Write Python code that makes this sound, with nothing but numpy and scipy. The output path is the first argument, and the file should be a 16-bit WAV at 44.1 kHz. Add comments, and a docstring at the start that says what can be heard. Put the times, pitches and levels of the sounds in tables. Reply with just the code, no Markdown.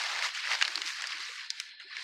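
"""A dense, dry crackle of stiff leaves, as a hand grabs a corn stalk and pulls it close to a phone in a field.
The rubbing is tiny ringing slips over smooth noise; sharp cracks are noise bursts, each with a snap inside.
Soft low bumps come and go as slower bursts, over a faint stir of coloured noise.
The rustle grows sparser and fainter, with brief late swells; where it is faint, the phone's noise
suppressor leaves mainly its middle band."""
import sys
import numpy as np
from scipy import signal
from scipy.fft import rfft, irfft
from scipy.io import wavfile
from scipy.ndimage import uniform_filter1d

SR = 44100
rng = np.random.default_rng(int(sys.argv[2]) if len(sys.argv) > 2 else 0)


def int16_out(signal):
    """Quantize to a 16-bit WAV file."""
    q = np.round(np.clip(np.atleast_2d(signal).T, -1, 1) * 32767)
    wavfile.write(sys.argv[1], SR, q.astype(np.int16))


N = 89875  # length [samples]

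LOW_EDGE_HZ, TREBLE_EDGE_HZ = 998, 5510  # where the low band ends and the treble begins
SMOOTH_SHARE = 0.46  # share of the rubbing's power that is smooth hiss; the rest is slips
PATCHY_DB, FLICKER_DB = 1, 0.7  # spread of the wander: shared by all bands, and of each band alone
BODY_HZ, BODY_OCTAVES = 2020, 0.18  # hard rubbing rings the leaf here
# Body level relative to the mid band [dB] when that stands at BODY_FROM_DB; growth in extra dB per dB
BODY_DB, BODY_GROWTH, BODY_FROM_DB = -12.5, 1.6, -29.5

# Colour of the leaf: (frequency [Hz], relative level [dB])
LEAF_COLOUR = [(105, -44.5), (170, -51.5), (300, -26.5), (509, -19.5), (812, -8), (1060, -5.5),
               (2100, -1.5), (3410, -6), (4650, -4), (7000, -12.5), (11600, -31), (15500, -39.5)]
# Strength of the rubbing: (time [s], mid-band level [dB], low-band level [dB], treble level [dB])
RUBBING_LEVELS = [(0, -34.5, -48.5, -47), (0.061, -35, -49, -48), (0.212, -37.5, -49, -49),
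                  (0.233, -32, -52, -43), (0.273, -33.5, -49, -46.5), (0.326, -44.5, -68, -60),
                  (0.354, -38, -62, -49.5), (0.43, -38.5, -67, -55.5), (0.489, -35, -49.5, -49.5),
                  (.53, -28.5, -40, -42), (0.576, -39, -53, -51.5), (.84, -41, -59, -53.5),
                  (0.876, -36, -65, -45), (0.96, -40, -70, -50.5), (1.02, -41.5, -57, -56),
                  (1.131, -38, -64.5, -53), (1.27, -40, -65, -52.5), (1.338, -46, -78, -55.5),
                  (1.432, -41.5, -74, -59.5), (1.49, -48.5, -78.5, -65.5), (1.62, -49, -72, -58.5),
                  (1.699, -50, -70.5, -70.5), (1.787, -58, -72, -81), (1.803, -45.5, -70, -61.5),
                  (1.857, -56.5, -72.5, -71), (1.921, -44.5, -72.5, -65), (2.04, -42, -65, -54)]


def rubbing():
    """Slips over a smooth hiss, in the colour of the leaf; three bands swell on their own, hard rubbing rings."""
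    t = np.arange(N) / SR
    hz = np.fft.rfftfreq(N, 1 / SR)
    time, *band_levels = np.array(RUBBING_LEVELS).T
    hiss = rng.standard_normal(N)
    grain = np.sqrt(SMOOTH_SHARE) * hiss + np.sqrt(1 - SMOOTH_SHARE) * slips()
    patchy = grain * undb(PATCHY_DB * walk(24.24))
    leaf = rfft(patchy) * undb(read(LEAF_COLOUR, hz))

    level = np.interp(t, time, band_levels[0])
    resonance = np.exp(-(np.log2((hz + 1) / BODY_HZ) / BODY_OCTAVES) ** 2 / 2)
    body_db = level + BODY_DB + BODY_GROWTH * (level - BODY_FROM_DB)
    out = unit(irfft(leaf * resonance, N)) * undb(body_db)

    low = 1 / (1 + (hz / LOW_EDGE_HZ) ** 12)
    treble = 1 - 1 / (1 + (hz / TREBLE_EDGE_HZ) ** 16)
    mid = 1 - low - treble
    for band, levels in zip((mid, low, treble), band_levels):
        band_db = np.interp(t, time, levels) + FLICKER_DB * walk(14.26)
        out += unit(irfft(leaf * band, N)) * undb(band_db)
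    return out


SLIPS_PER_S, SLIP_S = 1300, 0.0023  # density and decay time of the slips
SLIP_SPREAD_DB, SLIP_TOP_DB = 3.5, 6.5  # scale of the random relative peaks, and their cap
SLIP_LOW_HZ, SLIP_HIGH_HZ = 491, 12670  # range of pitches
SLIP_RING_DB, SLIP_OCTAVES = 15.5, 0.12  # height and width of each ring


def slips():
    """Tiny slips of leaf on leaf: decaying noise bursts, each ringing briefly at a pitch of its own."""
    when, size, pitch = rng.random((int(SLIPS_PER_S * N / SR), 3)).T
    t = np.arange(512) / SR
    hz = np.fft.rfftfreq(len(t), 1 / SR) + 1
    ring_hz = SLIP_LOW_HZ * (SLIP_HIGH_HZ / SLIP_LOW_HZ) ** pitch
    ring = SLIP_RING_DB * np.exp(-.5 * (np.log2(hz / ring_hz[:, None]) / SLIP_OCTAVES) ** 2)
    peak_db = np.minimum(-SLIP_SPREAD_DB * np.log(1 - size), SLIP_TOP_DB)
    return unit(bursts(when * N / SR, peak_db, ring, np.exp(-t / SLIP_S)))


CRACK_RISE_S, CRACK_FALL_S = 0.00035, 0.0013
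CRACK_TAIL_S, CRACK_TAIL_DB = 0.006, -16  # faint tail: decay time, level under the burst
RING_DB, RING_OCTAVES = 9, 0.22
CRACK_TOP_HZ = 9500  # the highs roll off above
CRACK_LOW_HZ, CRACK_LOW_REF_DB = 1230, -9  # edge of the low body; low-to-mid balance that leaves it uncut
SNAP_DB, SNAP_S = 12.5, 0.0007  # clean snap in the push: over the envelope's top, after the start
# Buckling leaves: (time [s], peak level [dB], ring frequency [Hz], treble boost [dB])
LEAF_CRACKS = [(0.19, -19, 1740, -5), (0.2239, -18.5, 2160, -20), (0.3486, -20.5, 2290, 5),
               (0.3736, -24, 1670, -7), (0.453, -25.5, 1790, -4), (0.4725, -20.5, 1820, -17),
               (.5162, -18, 2170, -4), (0.5512, -18, 5000, 3.5), (0.6122, -14, 1640, -4),
               (0.6192, -17.5, 2210, -4), (0.624, -9.5, 2720, -6), (0.6438, -26, 1840, -2),
               (0.6504, -16, 3970, -2), (0.655, -18.5, 2900, -6), (0.6787, -18.5, 1500, 0),
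               (0.756, -15, 4100, 3.5), (0.775, -22, 4460, 2), (.778, -21, 1100, -16),
               (0.8178, -15, 2150, -3), (0.862, -21, 4530, 4), (0.8742, -21, 4800, 6),
               (0.8855, -26.5, 2180, 5), (1.0095, -25, 4800, 4), (1.0207, -21.5, 1610, 7.5),
               (1.0403, -21, 1720, -5), (1.0708, -22.5, 4900, 13), (1.12, -24.5, 3120, -16),
               (1.129, -28, 1880, -11), (1.5031, -16.5, 4800, 8), (1.6, -19, 2300, 10),
               (1.799, -34, 3000, -8), (1.9675, -23.5, 1900, -8)]


def cracks():
    """A leaf buckles: a snap in a noise burst of a few ms, leaf-coloured, with its own ring and a faint tail."""
    time, peak_db, ring_hz, treble_db = np.array(LEAF_CRACKS).T
    t = np.arange(2048) / SR
    hz = np.fft.rfftfreq(len(t), 1 / SR) + 1
    fall = np.exp(-t / CRACK_FALL_S) + undb(CRACK_TAIL_DB) * np.exp(-t / CRACK_TAIL_S)
    envelope = (1 - np.exp(-t / CRACK_RISE_S)) * fall
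    snap = undb(SNAP_DB) * envelope.max() * (np.arange(len(t)) == int(SNAP_S * SR))

    ring = RING_DB * np.exp(-.5 * (np.log2(hz / ring_hz[:, None]) / RING_OCTAVES) ** 2)
    treble = treble_db[:, None] / (1 + (TREBLE_EDGE_HZ / hz) ** 4)
    roll_off = -10 * np.log10(1 + (hz / CRACK_TOP_HZ) ** 4)
    # where the rubbing around it is thin in the lows, a crack loses low body too
    rub_time, rub_mid, rub_low, _ = np.array(RUBBING_LEVELS).T
    balance_db = np.interp(time, rub_time, rub_low - rub_mid)
    low_db = np.minimum(balance_db - CRACK_LOW_REF_DB, 0)
    low = low_db[:, None] / (1 + (hz / CRACK_LOW_HZ) ** 10)
    colour_db = read(LEAF_COLOUR, hz) + ring + treble + roll_off + low
    return bursts(time, peak_db, colour_db, envelope, snap)


BUMP_RISE_S, BUMP_FALL_S, BUMP_OCTAVES = 0.0024, 0.012, 0.26
# Soft bumps: (time [s], peak level [dB], centre frequency [Hz])
SOFT_BUMPS = [(0.68, -56.5, 341), (0.76, -50, 324), (0.785, -51, 390), (0.84, -55.5, 320),
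              (1.138, -59.5, 338), (1.188, -58.5, 353), (1.29, -52, 510), (1.515, -54, 890),
              (1.843, -59, 358), (1.972, -61.5, 410)]


def bumps():
    """Soft low bumps, perhaps the stalk against the hand: noise bursts in a narrow band."""
    time, peak_db, bump_hz = np.array(SOFT_BUMPS).T
    t = np.arange(8192) / SR
    hz = np.fft.rfftfreq(len(t), 1 / SR) + 1
    envelope = (1 - np.exp(-t / BUMP_RISE_S)) * np.exp(-t / BUMP_FALL_S)
    distance = np.log2(hz / bump_hz[:, None]) / BUMP_OCTAVES
    colour_db = -10 * np.minimum(distance ** 2, 4.5)
    return bursts(time, peak_db, colour_db, envelope)


FIELD_DB = -51  # RMS level
# Colour of the open field: (frequency [Hz], relative level [dB])
FIELD_COLOUR = [(150, -52), (260, -26), (1300, -25), (1660, -22), (1740, 9.5), (1830, -12), (3900, -4.5),
                (4150, 3.5), (4400, -7), (5300, -7), (6000, -39.5), (12000, -59)]


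def field():
    """The faint stir of the open field: steady coloured noise with two thin whistling bands in it."""
    hz = np.fft.rfftfreq(N, 1 / SR)
    noise = rfft(rng.standard_normal(N))
    return undb(FIELD_DB) * unit(irfft(noise * undb(read(FIELD_COLOUR, hz)), N))


def scene():
    """Leaves, bumps and open field together, as one channel."""
    return (rubbing() + cracks() + bumps() + field())[None]


GATE_DEPTH_DB, GATE_MEMORY_S = -16, 0.022  # lowest gain; averaging time of the power
# The phone's noise suppressor: (frequency [Hz], threshold per bin [dB])
GATE_THRESHOLD = [(300, -98.5), (700, -81), (1250, -67.5), (1700, -78), (5000, -70), (6500, -81.5),
                  (10000, -102)]


def suppress(x):
    """Each narrow band is turned down while its recent power lies near or under the threshold."""
    hz, t, bins = signal.stft(x, SR, nperseg=512, noverlap=384)
    keep = np.exp(-t[1] / GATE_MEMORY_S)
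    power = signal.lfilter([1 - keep], [1, -keep], np.abs(bins) ** 2, axis=-1)
    power = power + undb(-300)  # never zero
    threshold = undb(2 * read(GATE_THRESHOLD, hz))[:, None]  # as power
    gain = np.maximum(1 - threshold / power, undb(GATE_DEPTH_DB))
    return signal.istft(bins * gain, SR, nperseg=512, noverlap=384)[1][..., :N]


def record(dry):
    """The phone suppresses faint noise and cuts the top steeply above 15.8 kHz."""
    top_cut = signal.ellip(10, .2, 60, 15800, fs=SR, output="sos")
    return signal.sosfilt(top_cut, suppress(dry))


def bursts(times, peak_db, colour_db, envelope, snap=0):
    """Short noise bursts, each ringing a causal filter with its own spectrum, scaled to its peak."""
    size = len(envelope)
    push = rng.standard_normal((len(times), size)) * envelope + snap
    # fold the cepstrum forward in time: a minimum-phase filter
    fold = np.where(np.arange(size) < size // 2, 2, 0) - (np.arange(size) == 0)
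    cepstrum = irfft(np.log(undb(colour_db)), size)
    colour = np.exp(rfft(cepstrum * fold))
    x = irfft(rfft(push) * colour, size)
    x *= (undb(peak_db) / np.abs(x).max(axis=1))[:, None]
    out = np.zeros(N + size)
    starts = (times * SR).astype(int)
    np.add.at(out, starts[:, None] + np.arange(size), x)
    return out[:N]


def walk(rate):
    """Random levels held 1 / rate s and slewed twice; spread near 1."""
    hold = int(SR / rate)
    steps = np.repeat(rng.standard_normal(N // hold + 1), hold)
    return 1.11 * uniform_filter1d(uniform_filter1d(steps, hold), hold)[:N]


def read(table, hz):
    """A spectrum table read on a log-frequency axis."""
    table_hz, db = np.array(table).T
    return np.interp(np.log(np.maximum(hz, 1)), np.log(table_hz), db)


def unit(x):
    """Scale to an RMS of 1."""
    return x / np.sqrt(np.mean(x ** 2))


def undb(db):
    """Decibels to amplitude."""
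    return 10 ** (np.asarray(db) / 20)


dry = scene()
out = record(dry)
int16_out(out)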